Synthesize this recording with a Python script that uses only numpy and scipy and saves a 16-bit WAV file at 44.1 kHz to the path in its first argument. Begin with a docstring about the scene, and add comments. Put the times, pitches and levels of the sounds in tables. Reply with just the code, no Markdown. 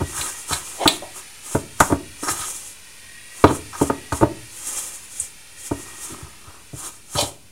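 """Kitchen counter, small room, microphone close to a bowl of thick batter stirred with a metal spoon.
A faint wavering hiss and low rumble run throughout; a knock on the damped bowl opens the 7.5 s.
Strokes follow at once: each hisses through the mix, and the spoon scrapes the wall or clacks on it.
The hardest knock, at 3.44 s, overloads the recorder; after 4.3 s knocks are sparser, with a last
flurry of stirring near 7.2 s. Struck modes, noise bursts, stick-slip impulses and shaped noise make it."""
import sys
import numpy as np
from scipy import signal
from scipy.fft import rfft, irfft, next_fast_len
from scipy.io import wavfile
from scipy.ndimage import map_coordinates

SR = 44100
rng = np.random.default_rng(int(sys.argv[2]) if len(sys.argv) > 2 else 0)


def log_audio(samples):
    """Write samples as a 16-bit WAV file to the path given in sys.argv[1]."""
    # one column per channel
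    frames = np.atleast_2d(samples).T
    # limit to full scale, then quantise
    limited = np.clip(frames, -1, 1)
    pcm = np.round(limited * 32767).astype(np.int16)
    wavfile.write(sys.argv[1], SR, pcm)


N = 331191
TIME = np.arange(N) / SR
COARSE = TIME[::100]  # times at which slow curves are worked out
AGE = np.arange(SR // 4) / SR  # time since a contact


def amp(db):
    """Decibels to gain."""
    return np.exp(np.asarray(db) * (np.log(10) / 20))


def unit(x):
    """Scale to rms 1."""
    return x / np.sqrt(np.mean(x ** 2) + 1e-20)


def crest(x):
    """Scale to peak 1."""
    return x / np.abs(x).max()


def along(points, hz):
    """Join (Hz, value) points on a log frequency axis."""
    f, values = np.transpose(points)
    return np.interp(np.log(hz + 1), np.log(f), values)


def wobble(rate):
    """A smooth random curve with rate knots a second."""
    knots = rng.standard_normal(size=4096)
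    return np.interp(TIME, COARSE, map_coordinates(knots, [COARSE * rate], mode="wrap"))


def filtered(x, response):
    """Multiply the spectrum of x by a response of frequency."""
    n = x.shape[-1]
    padded = next_fast_len(n + 8192)
    spectrum = rfft(x, padded) * response(np.fft.rfftfreq(padded, 1 / SR))
    return irfft(spectrum, padded)[..., :n]


def shaped(x, spectrum):
    """Colour x by a (Hz, dB) spectrum and scale to rms 1."""
    return unit(filtered(x, lambda hz: amp(along(spectrum, hz))))


def noise(spectrum, size):
    """Coloured noise of rms 1."""
    return shaped(rng.standard_normal(size), spectrum)


def around(hz, centre, octaves):
    """A soft-edged band on a log frequency axis."""
    return 1 / (1 + np.abs(np.log2((hz + 1) / centre) / octaves) ** 3)


def resonances(bands, hz):
    """Causal response of (Hz, width Hz, dB) resonances with alternating sign."""
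    total = 0
    for k, (centre, width, db) in enumerate(bands):
        loss = 1j * hz * width
        total = total + (-1) ** k * amp(db) * loss / (centre * centre - hz * hz + loss)
    return total


def narrow_bands(bands):
    """Noise of rms 1 through resonances."""
    return unit(filtered(rng.standard_normal(N), lambda hz: resonances(bands, hz)))


def rubbed(force, modes, damping):
    """A force through an object's modes, their widths scaled by the damping of the touch."""
    bands = [(hz, damping * np.log(1000) / np.pi / t60, db) for hz, db, t60 in modes]
    return filtered(force, lambda hz: resonances(bands, hz))


def slips(rate, spread_db, size):
    """Tiny random impulses, rate a second, of uneven strength."""
    happens = rng.random(size) < rate / SR
    return happens * rng.choice([-1, 1], size) * amp(spread_db * rng.standard_normal(size))


def ring(modes):
    """Struck modes; strength and pitch vary a little at random from blow to blow."""
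    hz, db, t60 = np.transpose(modes)[:, :, None]
    sign = (-1) ** np.arange(len(modes))[:, None]
    level = db + 1.5 * rng.standard_normal(hz.shape)
    pitch = hz + 7 * rng.standard_normal(hz.shape)
    decay = np.exp(-np.log(1000) * AGE / t60)
    return crest((sign * amp(level) * decay * np.sin(2 * np.pi * pitch * AGE)).sum(0))


def burst(spectrum, attack, t60):
    """A dying puff of noise: the many weak, crowded modes of a blow."""
    return crest(noise(spectrum, len(AGE)) * (1 - np.exp(-AGE / attack)) * amp(-60 * AGE / t60))


def add(track, s, x):
    """Mix x into the track from time s."""
    start = max(round(s * SR), 0)
    track[start:start + len(x)] += x[:max(N - start, 0)]


def swells(s, length, db, rise_share):
    """Rounded swells with straight flanks in dB, summed in power."""
    away = np.maximum((s - COARSE) / rise_share, (COARSE - s) / (1 - rise_share)) / length
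    each = amp(db - 17.7 * (np.hypot(1, away) - 1))
    return np.interp(TIME, COARSE, np.linalg.norm(each, axis=0))


# the hiss also arrives off the moving arm
ARM_ECHO_S, ARM_SWAY_S, ARM_ECHO_DB = 0.0021, 0.00016, -6.5  # delay, its sway, strength


def arm_echo(x):
    """A reflection off the swaying arm combs the hiss into bands that drift."""
    delay = ARM_ECHO_S + ARM_SWAY_S * wobble(2.7)
    return x + amp(ARM_ECHO_DB) * map_coordinates(x, [(TIME - delay) * SR], mode="nearest")


# colour of the background hiss: [f/Hz, relative level/dB per Hz]
AIR_SPECTRUM = [(25, -2.5), (100, -20.5), (250, -20.5), (800, -9), (1300, -8), (1650, -5), (3000, -4.5),
                (4600, -7.5), (5500, -6), (7000, -7), (10000, -7.5), (12000, -14.5), (15800, -24)]
# course of the hiss, before its parts' own gains: [t/s, level/dB]
AIR_COURSE = [(0.0, -45), (3.2, -49), (3.63, -46), (5.49, -49.5), (5.97, -48), (7.5, -57)]
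# narrow bands within the hiss: [f/Hz, width/Hz, relative level/dB]
WAVERING_BANDS = [(2366, 80, 3), (2680, 76, 2.5), (4420, 330, -6), (9320, 510, 3)]
# moments when a thin whistle swells in the hiss: [t/s, level/dB]
WHISTLES = [(0.15, -45), (1.0, -52), (2.2, -51), (3.23, -46), (4.0, -46), (4.8, -51.5), (5.85, -46.5)]
# hissy bands that swell with the whistle: [f/Hz, width/Hz, relative level/dB]
WHISTLE_COMPANIONS = [(2400, 132, 3.5), (2790, 89, 2), (3420, 250, -4)]
# colour of the low rumble: [f/Hz, relative level/dB per Hz]
RUMBLE_SPECTRUM = [(12, -6), (30, -14.5), (70, -4), (150, -10.5), (400, -14.5), (1500, -31.5)]
WHISTLE_HZ, WHISTLE_DRIFT_HZ, WHISTLE_WIDTH_HZ = 1894, 28, 60
WHISTLE_SWELL_S = 0.61


def background(air_db=3, bands_db=-1, companions_db=-6, flutter_depth=0.71, rumble_db=-55):
    """Faint shaped noise in which narrow bands and a thin whistle waver, over a low rumble."""
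    level = np.interp(TIME, *np.transpose(AIR_COURSE))
    air = amp(air_db) * unit(arm_echo(noise(AIR_SPECTRUM, N)))
    bands = amp(bands_db + wobble(4.18)) * narrow_bands(WAVERING_BANDS)

    slow_noise = filtered(rng.standard_normal(N), lambda hz: 1 / (1 + (hz / WHISTLE_WIDTH_HZ) ** 2))
    flutter = unit(1 + flutter_depth * unit(slow_noise))
    pitch = WHISTLE_HZ + WHISTLE_DRIFT_HZ * wobble(4.2)
    whistle = flutter * np.sin(2 * np.pi * np.cumsum(pitch) / SR)
    companions = amp(companions_db) * narrow_bands(WHISTLE_COMPANIONS)
    s, db = np.transpose(WHISTLES)[:, :, None]
    whine = swells(s, WHISTLE_SWELL_S, db, rise_share=0.48) * (whistle + companions)

    rumble = amp(rumble_db) * noise(RUMBLE_SPECTRUM, N)
    return amp(level) * (air + bands) + whine + rumble


# spoon knocks the bowl: [t/s, level/dB before the body trim, counter thump level/dB re body,
# wall rap level/dB re body, graze before landing t/s (9 ms or less lands clean)]
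BOWL_KNOCKS = [(0.012, -14.5, 2.5, -8, .011), (0.509, -23, -2, 2, 0), (0.8571, -5, -19.5, -1.5, 0.0057),
               (1.027, -31.5, -12, -21, 0), (1.549, -7, -5.5, -7.5, 0.004), (1.8042, -12, -4, 12.5, 0),
               (1.921, -5.5, -7, -8.5, 0.021), (2.228, -19, -18, -24, 0), (2.282, -24, -18, 6, 0.013),
               (3.4397, 3.5, -8.5, -3.5, 0.0063), (3.506, -9.5, -9, -6, 0.016), (3.813, -3, -10, -11, 0),
               (3.899, -7.5, -13, -3, 0.00023), (4.122, -17.5, 3.5, 3, 0.0055), (4.229, -2.5, -8, -8, .018),
               (5.712, -10, -6.5, -11, 0), (6.732, -28, 5.5, -22, 0), (7.151, -21.5, 6.5, 1, 0.0026),
               (7.222, -17.5, -2, -14, 0.0089)]
GRAZE_DB, GRAZE_RAP_DB = -9, 2.5  # a grazing touch is lighter and brighter than the blow after it


def contacts():
    """Every touch on the bowl: a glancing spoon grazes the wall twice before it lands."""
    for s, db, thump, rap, graze in BOWL_KNOCKS:
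        yield s, db, thump, rap
        if graze > 0.009:
            for early in (graze, graze / 2):
                yield s - early, db + GRAZE_DB, thump, rap + GRAZE_RAP_DB


# modes of the bowl with its load: [f/Hz, relative level/dB, t60/s]
BOWL_MODES = [(64.6, -21, 0.21), (87.3, -13.5, 0.16), (137.4, -13.5, 0.099), (202.5, -22, 0.077),
              (289.6, -3.5, 0.085), (339.7, 3.5, 0.017), (423.5, 1.5, 0.03), (445.3, -10.5, 0.073),
              (481, -26.5, 0.15), (567.3, -16, 0.11), (644, -19.5, 0.15), (677, -17, 0.083),
              (871, -9.5, 0.06), (939, -9, 0.063), (1117, -12, 0.029), (1241, -9, 0.034),
              (1399, -15.5, 0.041), (1524, -15, 0.033), (2170, -47, .04)]
# crowded low modes of the loaded bowl: [f/Hz, relative level/dB per Hz]
BELLY_SPECTRUM = [(60, -22), (170, -8), (320, 5.5), (520, -8.5), (900, -16.5), (2000, -37.5)]
# crowded modes heard with the wall rap: [f/Hz, relative level/dB per Hz]
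THUD_SPECTRUM = [(100, -11.5), (400, -16), (900, -6), (1500, -14), (1900, -19), (3500, -32.5), (8000, -66)]
# the bowl rocks softly on the counter: [t/s, level/dB before a 2.5 dB cut]
BOWL_BUMPS = [(0.187, -28), (0.521, -23), (2.302, -27), (2.392, -32.5), (5.207, -36.5), (6.115, -31),
              (6.223, -26.5), (6.47, -34.5)]


def knocks(body_db=-1, thump_hz=170, rap_hz=780, push_hz=480, hard_hz=1300):
    """Each knock has its own share of low thump and wall rap; a stronger rap favours higher wall modes."""
    out = np.zeros(N)
    counter = [mode for mode in BOWL_MODES if mode[0] < thump_hz]
    belly = [mode for mode in BOWL_MODES if thump_hz <= mode[0] < rap_hz]
    push = crest(np.sin(2 * np.pi * push_hz * AGE) * amp(-60 * AGE / 0.028))  # the wall's first give
    for s, db, thump, rap in contacts():
        crowd = burst(BELLY_SPECTRUM, attack=0.001, t60=0.11)
        body = crest(ring(belly) + amp(-13.5) * push + amp(-10) * crowd)
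        # a stronger rap share moves the favoured wall modes upward
        centre_hz = hard_hz * 2 ** (rap / 20)
        wall = [(hz, level - 12 * abs(np.log2(hz / centre_hz)), t60)
                for hz, level, t60 in BOWL_MODES if hz >= rap_hz]
        upper = ring(wall) + amp(-4.5) * burst(THUD_SPECTRUM, attack=0.00032, t60=0.11)
        edges = amp(thump) * unit(ring(counter)) + amp(rap) * unit(upper)
        add(out, s, amp(db + body_db) * (body + body.std() * edges))
    for s, db in BOWL_BUMPS:
        soft_onset = 1 - np.exp(-AGE / 0.0036)
        add(out, s, amp(db - 2.5) * ring(counter) * soft_onset)
    return out


def walls(x, echo_db):
    """Early echoes off the bowl's sides and the counter comb the treble."""
    delays_s = rng.uniform(0.0006, 0.009, 6)
    return x + amp(echo_db) * sum(np.roll(x, round(d * SR)) for d in delays_s)


# strokes through the mix: [t/s at full speed, length/s, hiss level/dB, drag on the bowl level/dB]
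STROKES = [(0.218, 0.23, -29, -39.5), (0.398, 0.072, -33.5, -64), (0.53, .09, -28.5, -36),
           (0.67, 0.26, -36, -46.5), (0.89, .14, -30.5, -39), (1.18, 0.069, -37.5, -41),
           (1.521, 0.11, -31, -42.5), (1.863, 0.12, -32.5, -40), (2.309, 0.14, -26, -35),
           (2.476, 0.2, -28, -46), (2.68, 0.12, -40, -59.5), (3.418, 0.13, -37.5, -48),
           (3.53, 0.093, -34, -37), (3.824, .11, -31.5, -36.5), (4.171, .09, -34, -39.5),
           (4.76, 0.32, -28.5, -45.5), (5.196, 0.13, -34, -68), (5.66, 0.12, -35.5, -63),
           (5.87, 0.3, -41.5, -47), (6.062, 0.15, -32.5, -57), (6.155, 0.26, -49.5, -43.5),
           (6.502, .16, -56, -45.5), (6.842, 0.13, -33, -41), (7.203, 0.12, -26, -39)]
# colour of the mix shearing: [f/Hz, relative level/dB per Hz]
MIX_SPECTRUM = [(1800, -15.5), (3000, -12), (4500, -16.5), (5500, -11), (6400, -5.5), (7400, -2),
                (9000, 0.5), (10000, -3.5), (11000, -9.5), (13000, -14), (15800, -23)]
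RISE_SHARE = 0.46  # part of a stroke spent gathering speed
# the spoon's edge cuts in ahead of each stroke with a narrower, lower hiss
EDGE_HZ, EDGE_DB, EDGE_LEAD_S = 6420, -12.5, 0.017


def sweeps(grain_db=-5):
    """Fine grains of the mix shear past the spoon, its edge first, and its drag murmurs in the bowl."""
    s, length, hiss_db, drag_db = np.transpose(STROKES)[:, :, None]
    grains = shaped(slips(rate=4100, spread_db=2.5, size=N), MIX_SPECTRUM)
    shear = unit(walls(noise(MIX_SPECTRUM, N) + amp(grain_db) * grains, echo_db=-7))
    shear *= amp(2.16 * wobble(41))
    edge_slips = slips(rate=6700, spread_db=7.5, size=N)
    edge = unit(filtered(edge_slips, lambda hz: around(hz, EDGE_HZ, octaves=0.12)))
    drag = rubbed(slips(rate=1200, spread_db=5.5, size=N), BOWL_MODES, damping=1.35)
    drag = shaped(drag, [(60, -13), (300, -6.5), (700, -1.5), (1200, 8.5), (2300, -7)])
    drag *= amp(0.4 * wobble(19))
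    return (shear * swells(s, length, hiss_db, RISE_SHARE)
            + edge * swells(s - EDGE_LEAD_S, length, hiss_db + EDGE_DB, RISE_SHARE)
            + drag * swells(s, length, drag_db, RISE_SHARE))


# modes of the spoon, for scrapes and clacks: [f/Hz, relative level/dB, t60/s]
SPOON_MODES = [(1820, -12, 0.087), (2197, -3.5, 0.052), (2433, -5.5, 0.068), (2514, -10, 0.014),
               (3090, -3.5, 0.027), (3427, -1, 0.017), (3765, -4.5, 0.046), (4050, 2.5, 0.052),
               (4450, -7, 0.044), (4524, -1, 0.045), (5510, 0, 0.013), (7870, 0, 0.035)]
# spoon drags along the wall: [t/s of hardest push, rise over the last 20 dB t/s,
# judder level/dB, judder f/Hz, squeal level/dB, squeal f/Hz]
WALL_SCRAPES = [(0.196, 0.093, -34, 1310, -42, 4500), (0.285, 0.033, -35.5, 1350, -39, 7000),
                (0.526, 0.032, -24.5, 1240, -28, 3700), (0.84, 0.053, -19.5, 654, -30, 2200),
                (0.897, .015, -32.5, 800, -32, 3300), (1.026, 0.006, -32, 684.7, -58, 3000),
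                (1.804, 0.013, -30, 1270, -29, 7500), (2.235, 0.008, -29, 1410, -32.5, 6870),
                (2.29, 0.015, -25, 1501, -29, 6200), (2.43, 0.12, -31.5, 1342, -36, 3000),
                (3.47, 0.024, -37, 1200, -33, 2600), (3.731, 0.0049, -31, 1240, -40, 6400),
                (6.122, 0.046, -34, 302, -44.5, 3000), (6.86, .07, -47, 1093, -40, 4000),
                (7.154, 0.0043, -26.5, 1080, -39, 3000), (7.19, 0.028, -19.5, 710, -19, 3700)]
RELEASE_S = 0.051  # a scrape falls 20 dB in this time once the hand eases off


def scrapes(damping=1.8, spoon_damping=0.9, uneven_db=2.5):
    """The spoon sticks and slips on the wall, shaking both bowl and spoon."""
    out = np.zeros(N)
    lead_s = 0.1  # room for the push to build
    t = AGE - lead_s
    force = slips(rate=1800, spread_db=4, size=(len(WALL_SCRAPES), len(t)))
    bowl = rubbed(force, BOWL_MODES, damping)
    spoon = unit(rubbed(force, SPOON_MODES, spoon_damping)) + amp(0.5) * unit(force)
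    for row, low, high in zip(WALL_SCRAPES, bowl, spoon):
        s, rise, judder_db, judder_hz, squeal_db, squeal_hz = row
        push = amp(-20 * np.maximum(-t / rise, t / RELEASE_S))
        judder = unit(filtered(low, lambda hz: around(hz, judder_hz, octaves=0.58)))
        squeal = unit(filtered(high, lambda hz: around(hz, squeal_hz, octaves=0.64)))
        add(out, s - lead_s, push * (amp(judder_db) * judder + amp(squeal_db) * squeal))
    return out * amp(uneven_db * wobble(110))


# hard contacts of the spoon: [t/s, time to bite t/s, ring level/dB, tick level/dB, tick width/octaves]
HARD_CLACKS = [(0.209, 0.0024, -13.5, -20.5, .7), (0.526, 0.0074, -14, -16, 0.38),
               (0.876, 0.00045, 3, -8.5, 0.29), (1.8, 0.003, -26, -3.5, 0.78),
               (3.4402, 0.00053, -18, -30, .8), (4.123, 0.0026, -24.5, -23, 0.72),
               (5.197, 0.0022, -49, -10.5, 0.22), (7.206, 0.0052, -16, -15, .6)]
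# colour of the bright tick: [f/Hz, relative level/dB per Hz]
TICK_SPECTRUM = [(2000, -9.5), (5000, -8.5), (7000, 2.5), (10000, -4), (15800, -11.5)]
TICK_HZ = 8700  # centre of the tick


def clacks():
    """Bare metal meets the wall: a bright tick and a ring that the hand soon damps."""
    out = np.zeros(N)
    clang = [(1200, -24), (2400, 0), (4200, 11), (5500, -15), (12000, -9)]  # f/Hz, level/dB per Hz
    for s, bite, ring_db, tick_db, width in HARD_CLACKS:
        metal = ring(SPOON_MODES) + amp(1) * burst(clang, attack=0.00032, t60=0.039)
        tick = burst(TICK_SPECTRUM, attack=0.00068, t60=0.051)
        tick += amp(-19.5) * burst(TICK_SPECTRUM, attack=0.011, t60=0.15)  # slower, longer tail
        tick = filtered(tick, lambda hz: around(hz, TICK_HZ, width))
        contact = 1 - np.exp(-(AGE / bite) ** 2)
        add(out, s, amp(ring_db) * crest(contact * metal) + amp(tick_db) * crest(contact * tick))
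    return out


# decay of the small room: [f/Hz, t60/s]
ROOM_DECAY = [(70, 0.82), (300, 0.42), (1000, 0.29), (4000, 0.26), (12000, 0.17)]


def kitchen(x):
    """The room's answer: convolution with decaying noise, longest in the bass."""
    hz, t, cells = signal.stft(rng.standard_normal(SR), SR, nperseg=256)
    decay = amp(-60 * t / along(ROOM_DECAY, hz)[:, None])
    tail = signal.istft(cells * decay, SR, nperseg=256)[1]
    tail *= 1 - np.exp(-np.arange(len(tail)) / SR / 0.001)
    return signal.fftconvolve(x, tail / np.linalg.norm(tail))[:N]


def scene():
    """Everything lies in the middle, alike in both channels."""
    bowl = knocks()
    spoon = clacks() + scrapes()
    room = kitchen(amp(-14.5) * bowl + amp(-7.5) * spoon)
    mid = bowl + spoon + room + sweeps() + background()
    return np.array([mid, mid])


DC_OFFSET = -0.0038  # re full scale
TOP_HZ = 15800


def record(dry):
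    """The recorder sits slightly off zero, clips at full scale and keeps nothing above its band limit."""
    clipped = np.clip(dry + DC_OFFSET, -1, 1)
    return filtered(clipped, lambda hz: hz < TOP_HZ)


dry = scene()
out = record(dry)
log_audio(out)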